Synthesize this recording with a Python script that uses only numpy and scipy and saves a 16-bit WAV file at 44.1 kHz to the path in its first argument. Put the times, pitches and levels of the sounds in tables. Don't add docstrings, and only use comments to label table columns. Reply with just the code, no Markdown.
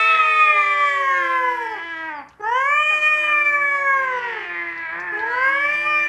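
import sys
import numpy as np
from scipy import signal
from scipy.fft import rfft, irfft, next_fast_len
from scipy.io import wavfile
from scipy.ndimage import map_coordinates

SR = 44100
rng = np.random.default_rng(int(sys.argv[2]) if len(sys.argv) > 2 else 0)


def pcm_store(signal):
    levels = np.round(np.clip(np.atleast_2d(signal), -1, 1) * 32767)
    wavfile.write(sys.argv[1], SR, levels.astype(np.int16).T)


N = 268128
TIME = np.arange(N) / SR


# (time [s], pitch [Hz], throat gain [dB], mouth gain [dB], treble gain [dB])
FIRST_WAIL = [(0.0, 650.4, 12, -1, 9.5), (0.12, 648, 11, 0, 2), (0.24, 626.8, 10, -2, 5.5),
              (0.42, 620.7, 10.5, 2, 5.5), (0.63, 589, 2.5, -2, 1.5), (0.84, 578.9, 5.5, -7, 4),
              (0.87, 575, 1.5, -0.5, 6.5), (1.02, 553, 0, -7, 2), (1.05, 543.8, 1.5, 0, 2.5),
              (1.17, 539.3, 0.5, 2, 1), (1.23, 531.8, -2.0, -7, 1.5), (1.47, 501.1, 2.5, -0.5, -4.5),
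              (1.56, 485.8, -2.5, -7.5, -0.5), (1.74, 432, 3, -12.0, -6.5), (1.781, 385, -9, -18, -12.0)]
SECOND_WAIL = [(2.395, 414, -15, -30, -24), (2.44, 418.7, 5.5, -3.5, -10.5), (2.56, 511, 3.5, 3, 2),
               (2.71, 578.6, 2, 0, 4), (2.8, 602.2, 1, 0, 5), (2.92, 612.6, -3.5, 0.5, 7),
               (3.01, 606, -5.5, -5.5, 6), (3.07, 613.4, 0, 5, 8), (3.221, 606.4, -7, -2.5, 6),
               (3.249, 603.6, 0, -0.5, 5), (3.67, 569.7, -3.5, 1, -1), (3.79, 561, -2.5, -1, 0),
               (3.941, 545.4, 1, 4, -1.5), (4.03, 529.3, -4, 1, -2), (4.18, 492.4, -3.5, -.5, -6),
               (4.27, 475, -9, 1, -13), (4.36, 441.6, -1.5, -8, -18), (4.441, 385, -6, -21, -19)]
THIRD_WAIL = [(5.12, 419.3, -14, -9, -18), (5.15, 411.7, -3.5, -18, -8), (5.24, 445.2, 4, -15, -15),
              (5.3, 475.7, -17, -3, -5), (5.331, 487, 0, 5, -5), (5.45, 531.4, -3.5, 6.5, 0.5),
              (5.57, 562, -4.5, 0.5, 0), (5.72, 591.3, -5, -0.5, 2.5), (5.81, 591.7, -18.5, -4, 3.5),
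              (5.871, 602, 0, -1, 1.5), (6.061, 591.2, -7.5, 0.5, 3)]
# (centre [harmonic number], half width [harmonics], gain [dB])
NASAL_RINGS = [(11.8, 1.3, 9), (11.7, 1.66, 11), (9.35, 1.4, 9)]
def high_cat():
    return sum(wail(rows, ring) for rows, ring in zip((FIRST_WAIL, SECOND_WAIL, THIRD_WAIL), NASAL_RINGS))


# (frequency [Hz], gain [dB])
TRACT_RESONANCES = [(400, -40), (530, -32.9), (640, -38), (850, -34), (1000, -22), (1130, -23.5),
                    (1270, -27), (1370, -39), (1460, -35.5), (1600, -25), (1720, -24.5), (1850, -28.5),
                    (1950, -38), (2100, -34.5), (2350, -21), (2600, -20.5)]
# (frequency [Hz], relative spectral density [dB])
WAIL_BREATH = [(300, -16), (2000, 7.5), (3200, -6.5), (4100, -6), (5200, 1.5), (7000, 7), (9000, 3.5),
               (12000, -7.5)]
def wail(rows, ring, air_db=-61, shimmer=0.097, creak=0.36, strong_flicker_db=1.26, weak_flicker_db=4.0):
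    at, t, gate = call_span(rows, attack_s=.003, release_s=0.024)
    pitch_hz, throat_db, mouth_db, treble_db = in_time(rows, t)
    slack = np.clip((520 - pitch_hz) / 100, 0, 1)
    phase = fold_phase(pitch_hz, t, waver=.0015, jitter=.0015 + .012 * slack)
    efforts_db = [0.07 * throat_db, throat_db, mouth_db, mouth_db]
    strong_db = [db + at_hz(TRACT_RESONANCES, k * pitch_hz) + strong_flicker_db * drift(13.8, t)
                 for k, db in enumerate(efforts_db, 1)]
    weak_db = [treble_db + head_db(k, pitch_hz, ring) + weak_flicker_db * drift(9.36, t)
               for k in range(5, 21)]
    push_db = 3 * np.log2(pitch_hz / pitch_hz.max())
    voice = from_db(treble_db + air_db + push_db) * colour(puffs(phase), WAIL_BREATH)
    for k, level_db in enumerate(strong_db + weak_db, 1):
        voice += np.sqrt(2) * from_db(level_db) * np.sin(k * phase)
    out = np.zeros(N)
    out[at] = voice * gate * (1 + shimmer * drift(60.27, t) + creak * slack * drift(130, t))
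    return out


# (frequency [Hz], gain [dB])
HEAD_RESONANCES = [(2200, -48.5), (2550, -48.5), (2800, -56.5), (3050, -45), (3300, -54), (3650, -64.5),
                   (4050, -77), (4400, -67), (4750, -65.7), (5150, -68), (5700, -71), (6300, -73),
                   (7600, -73), (9500, -80), (12000, -91.5)]
def head_db(k, pitch_hz, ring):
    centre, half_width, ring_db = ring
    return at_hz(HEAD_RESONANCES, k * pitch_hz) + ring_db * np.exp(-((k - centre) / half_width) ** 2)


# (time [s], pitch [Hz], throat level [dB], mouth level [dB], edge level [dB])
FIRST_MOAN = [(0, 445.8, -32.5, -21, -30), (.16, 454.3, -38.5, -25, -29.5), (.24, 451, -36, -25, -37.5),
              (.45, 432, -35.5, -25, -33.5), (.6, 406.8, -35, -23.5, -39.5), (.88, 396.2, -41, -23, -36),
              (1.06, 381.1, -40, -25.5, -41), (1.25, 340.2, -42, -22.5, -45),
              (1.52, 339.3, -60, -27.5, -50), (1.72, 327.3, -33, -31, -45.5),
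              (1.88, 334.7, -36.5, -28.5, -42), (2.09, 315.6, -28.5, -28.5, -50),
              (2.2, 281.5, -27.5, -44, -57), (2.24, 252.4, -47, -45, -68)]
SECOND_MOAN = [(2.9, 438, -32.5, -36, -58), (2.98, 342.7, -41.5, -42, -56), (3.16, 364.3, -44, -46, -70),
               (3.25, 325.3, -42.5, -35, -58), (3.36, 349, -45, -36.5, -73), (3.6, 347.4, -43, -37, -63),
               (3.85, 363.4, -36.5, -39, -68), (4.24, 385.6, -40.5, -32, -37),
               (4.42, 354.2, -38.5, -30.5, -42), (4.58, 346, -33.5, -25.5, -60),
               (4.76, 334.8, -38.5, -28.5, -54), (4.9, 325.3, -31.5, -27, -64.5),
               (5.04, 358, -31, -27.5, -65), (5.17, 337.6, -37.5, -23, -62), (5.34, 327, -29, -27.5, -43.5),
               (5.62, 316.2, -42.5, -36, -38.5), (5.86, 346.4, -37.5, -36.5, -42),
               (6.08, 336, -46, -33.5, -43.5)]
def low_cat():
    first = moan(FIRST_MOAN, attack_s=0.0013, rest_half_db=-27, rest_rasp_db=-20.5, fundamental_db=-31.5)
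    second = moan(SECOND_MOAN, attack_s=0.013, rest_half_db=-20, rest_rasp_db=-13.5, fundamental_db=-30)
    return first + second


# (time [s], mouth centre [Hz], mouth bandwidth [Hz], edge centre [Hz])
JAW_RESONANCES = [(0, 2016, 562, 3530), (.9, 2000, 325, 3240), (1.2, 1790, 396, 2860),
                  (2.05, 1785, 545, 3000), (2.24, 1620, 500, 2800), (3.2, 1605, 610, 3230),
                  (3.6, 1813, 519.4, 3250), (4.25, 1935, 680.6, 2710), (4.6, 1946, 496, 3160),
                  (4.9, 1820, 547, 3000), (5.03, 1745, 230, 3000), (5.25, 1740, 228.2, 3000),
                  (5.6, 1876, 610, 2860)]
# (time [s], half length [s], depth [dB])
DROPOUTS = [(3.05, 0.072, 7), (4.88, 0.036, 16), (5.384, 0.071, 12.5)]
# (frequency [Hz], relative spectral density [dB])
MOAN_BREATH = [(120, -35), (220, -33), (500, -6.5), (750, -17), (1050, -2.5), (1450, -11.5), (1800, 7),
               (2350, 2.5), (2580, 1), (2800, -25), (3300, -18.5), (4200, -46.5)]
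# (frequency [Hz], relative gain [dB])
MOAN_TREBLE = [(3600, -18), (4500, 8), (5500, 5.5), (7500, -6), (12000, -21.5)]
def moan(rows, attack_s, rest_half_db, rest_rasp_db, fundamental_db, count=28):
    at, t, gate = call_span(rows, attack_s, release_s=0.0085)
    pitch_hz, throat_db, mouth_db, edge_db = in_time(rows, t)
    mouth_hz, mouth_width_hz, edge_hz = in_time(JAW_RESONANCES, t)
    half_db, rasp_db = hoarseness(t, rest_half_db, rest_rasp_db)
    rasp = from_db(rasp_db)
    phase = fold_phase(pitch_hz, t, waver=.0042, jitter=.005) + .2 * rasp * drift(200, t)
    multiple = np.arange(2, count + 2)[:, None] / 2
    partial_hz = multiple * pitch_hz
    flicker = from_db([3 * drift(12, t) for _ in multiple])
    strength = np.where(multiple % 1 == 0, 1, from_db(half_db)) * flicker
    notch = 1 - from_db(-7.5) * np.exp(-((partial_hz - 2920) / 240) ** 2)
    throat = from_db(throat_db - 4.5) * resonance(partial_hz, strength, hz=1000, width_hz=426)
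    mouth = from_db(mouth_db - 2.2) * resonance(partial_hz, strength * notch, mouth_hz, mouth_width_hz)
    edge = from_db(edge_db - 3) * resonance(partial_hz, strength, edge_hz, width_hz=610)
    amplitude = np.sqrt(throat ** 2 + mouth ** 2 + edge ** 2)
    voice = np.sum(amplitude * np.sin(multiple * phase + rng.uniform(0, 2 * np.pi, (count, 1))), axis=0)
    voice *= 1 + 0.64 * rasp * drift(330, t)
    voice += from_db(np.maximum(mouth_db, throat_db) - 1) * rasp * colour(puffs(phase), MOAN_BREATH)
    dropout_db = sum(depth_db * np.exp(-((t - s) / half_s) ** 2) for s, half_s, depth_db in DROPOUTS)
    low_tones = np.sin(phase) + from_db(half_db - 13.5) * np.sin(phase / 2)
    voice += from_db(0.42 * mouth_db + fundamental_db - dropout_db) * low_tones
    closing = rms_one(sum(np.cos(k * phase) for k in range(1, count))) + 2.1 * puffs(phase)
    voice += from_db((edge_db + mouth_db) / 2 - 25) * colour(closing, MOAN_TREBLE)
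    out = np.zeros(N)
    out[at] = voice * gate
    return out


# (start [s], length [s], half tone gain [dB], rasp gain [dB])
VOICE_BREAKS = [(0.134, 0.052, 2, -5.5), (1.771, 0.023, -19, -9), (2.211, 0.041, -10, -10.5),
                (2.882, .06, -9, -12), (3.237, 0.07, -15, -3), (3.502, .6, 1, -9.5), (4.149, .3, -2.5, -9),
                (4.497, 0.26, -5.5, -14), (4.955, 0.14, 0, -8.5), (5.647, 0.37, 4, -14.5)]
def hoarseness(t, half_db, rasp_db, fade_db_per_s=351.5):
    for start, length, fit_half_db, fit_rasp_db in VOICE_BREAKS:
        fade_db = fade_db_per_s * np.abs(t - np.clip(t, start, start + length))
        half_db = np.maximum(half_db, fit_half_db - fade_db)
        rasp_db = np.maximum(rasp_db, fit_rasp_db - fade_db)
    return half_db, rasp_db


def resonance(partial_hz, strength, hz, width_hz):
    amplitude = strength / (1 + ((partial_hz - hz) / (width_hz / 2)) ** 2)
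    return amplitude / np.sqrt(np.sum(amplitude ** 2, axis=0) / 2)


def fold_phase(pitch_hz, t, waver, jitter):
    return 2 * np.pi * np.cumsum(pitch_hz * (1 + waver * drift(35.01, t) + jitter * drift(400, t))) / SR


def puffs(phase):
    return rms_one(rng.standard_normal(len(phase)) * (1 + np.cos(phase)))


# (time [s], length [s], start pitch [Hz], end pitch [Hz], level [dB])
SQUEAKS = [(1.1, .75, 11610, 11300, -63), (2.14, 0.08, 5100, 4410, -53), (2.404, 0.057, 5950, 6340, -57)]
def squeaks():
    out = np.zeros(N)
    for s, length, start_hz, end_hz, level_db in SQUEAKS:
        age = TIME[:int(length * SR)]
        phase = fold_phase(np.linspace(start_hz, end_hz, len(age)), age, waver=0.0036, jitter=.015)
        envelope = from_db(level_db) * np.sin(np.pi * age / length)
        out[int(s * SR):int(s * SR) + len(age)] += envelope * np.sin(phase)
    return out


# (time [s], level [dB], frequency [Hz], time to fall 60 dB [s])
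TICKS = [(2.286, -52.5, 5750, 0.066), (2.305, -55.5, 3070, 0.072), (2.331, -54.5, 3310, 0.037),
         (3.935, -50, 3670, .08), (4.775, -49.5, 4543, .07), (4.998, -49, 5535, 0.092),
         (5.191, -47, 3940, 0.15)]
def ticks():
    out = np.zeros(N)
    age = TIME[:SR // 5]
    for s, level_db, hz, t60_s in TICKS:
        burst = rms_one(band(rng.standard_normal(len(age)), hz * 0.75, hz * 1.12))
        envelope = from_db(level_db - 60 * age / t60_s) * np.minimum(age / 0.0022, 1)
        out[int(s * SR):int(s * SR) + len(age)] += burst * envelope
    return out


def room(x, t60_s=.42, treble_t60_s=.22):
    age = TIME[:SR // 2]
    decay = from_db(-60 * age / t60_s)
    low = band(rng.standard_normal(len(age)), 220, 3600) * decay
    high = band(rng.standard_normal(len(age)), 2700, 17000) * from_db(-60 * age / treble_t60_s)
    onset = np.clip(age / 0.03, 0, 1)
    norm = np.sqrt(np.sum((onset * decay) ** 2))
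    return signal.fftconvolve(x, (low + high) * onset / norm)[:N]


# (frequency [Hz], relative spectral density [dB])
RUMBLE_SPECTRUM = [(25, -11.5), (42, -21.5), (60, 0.5), (85, -3.5), (120, -5), (160, -5), (250, -10),
                   (600, -13), (1500, -5), (3000, -34), (10000, -38)]
# (time [s], level [dB])
RUMBLE_LEVEL = [(0, -56.5), (2.5, -54.5), (4.6, -55), (5.2, -50.5), (6.08, -51.5)]
def rumble():
    return from_db(in_time(RUMBLE_LEVEL, TIME)[0]) * colour(rng.standard_normal(N), RUMBLE_SPECTRUM)


def call_span(rows, attack_s, release_s):
    start, end = rows[0][0], rows[-1][0] + release_s
    at = np.flatnonzero((TIME >= start) & (TIME <= end))
    t = TIME[at]
    return at, t, np.clip((t - start) / attack_s, 0, 1) * np.clip((end - t) / release_s, 0, 1)


def drift(rate, t):
    steps = rng.standard_normal(4000)
    coarse = t[::16]
    return np.interp(t, coarse, map_coordinates(steps, [(coarse - t[0]) * rate], order=3, mode="wrap"))


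def colour(x, points):
    size = next_fast_len(len(x))
    gain = from_db(at_hz(points, np.arange(size // 2 + 1) * SR / size))
    return rms_one(irfft(rfft(x, size) * gain, size)[:len(x)])


def band(x, low_hz, high_hz):
    return signal.sosfilt(signal.butter(2, [low_hz, high_hz], "band", fs=SR, output="sos"), x)


def in_time(rows, t):
    s, *columns = np.transpose(rows)
    return [np.interp(t, s, c) for c in columns]


def at_hz(points, hz):
    f, db = np.transpose(points)
    return np.interp(np.log(hz + 1e-9), np.log(f), db)


def from_db(db):
    return 10 ** (np.asarray(db) / 20)


def rms_one(x):
    return x / np.sqrt(np.mean(x ** 2) + 1e-20)


def scene():
    direct = high_cat() + low_cat() + ticks() + squeaks()
    return (direct + rumble() + from_db(-8) * room(direct))[None]


def record(dry, cutoff_hz=12400):
    return signal.sosfilt(signal.ellip(10, .1, 80, cutoff_hz, fs=SR, output="sos"), dry)


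dry = scene()
out = record(dry)
pcm_store(out)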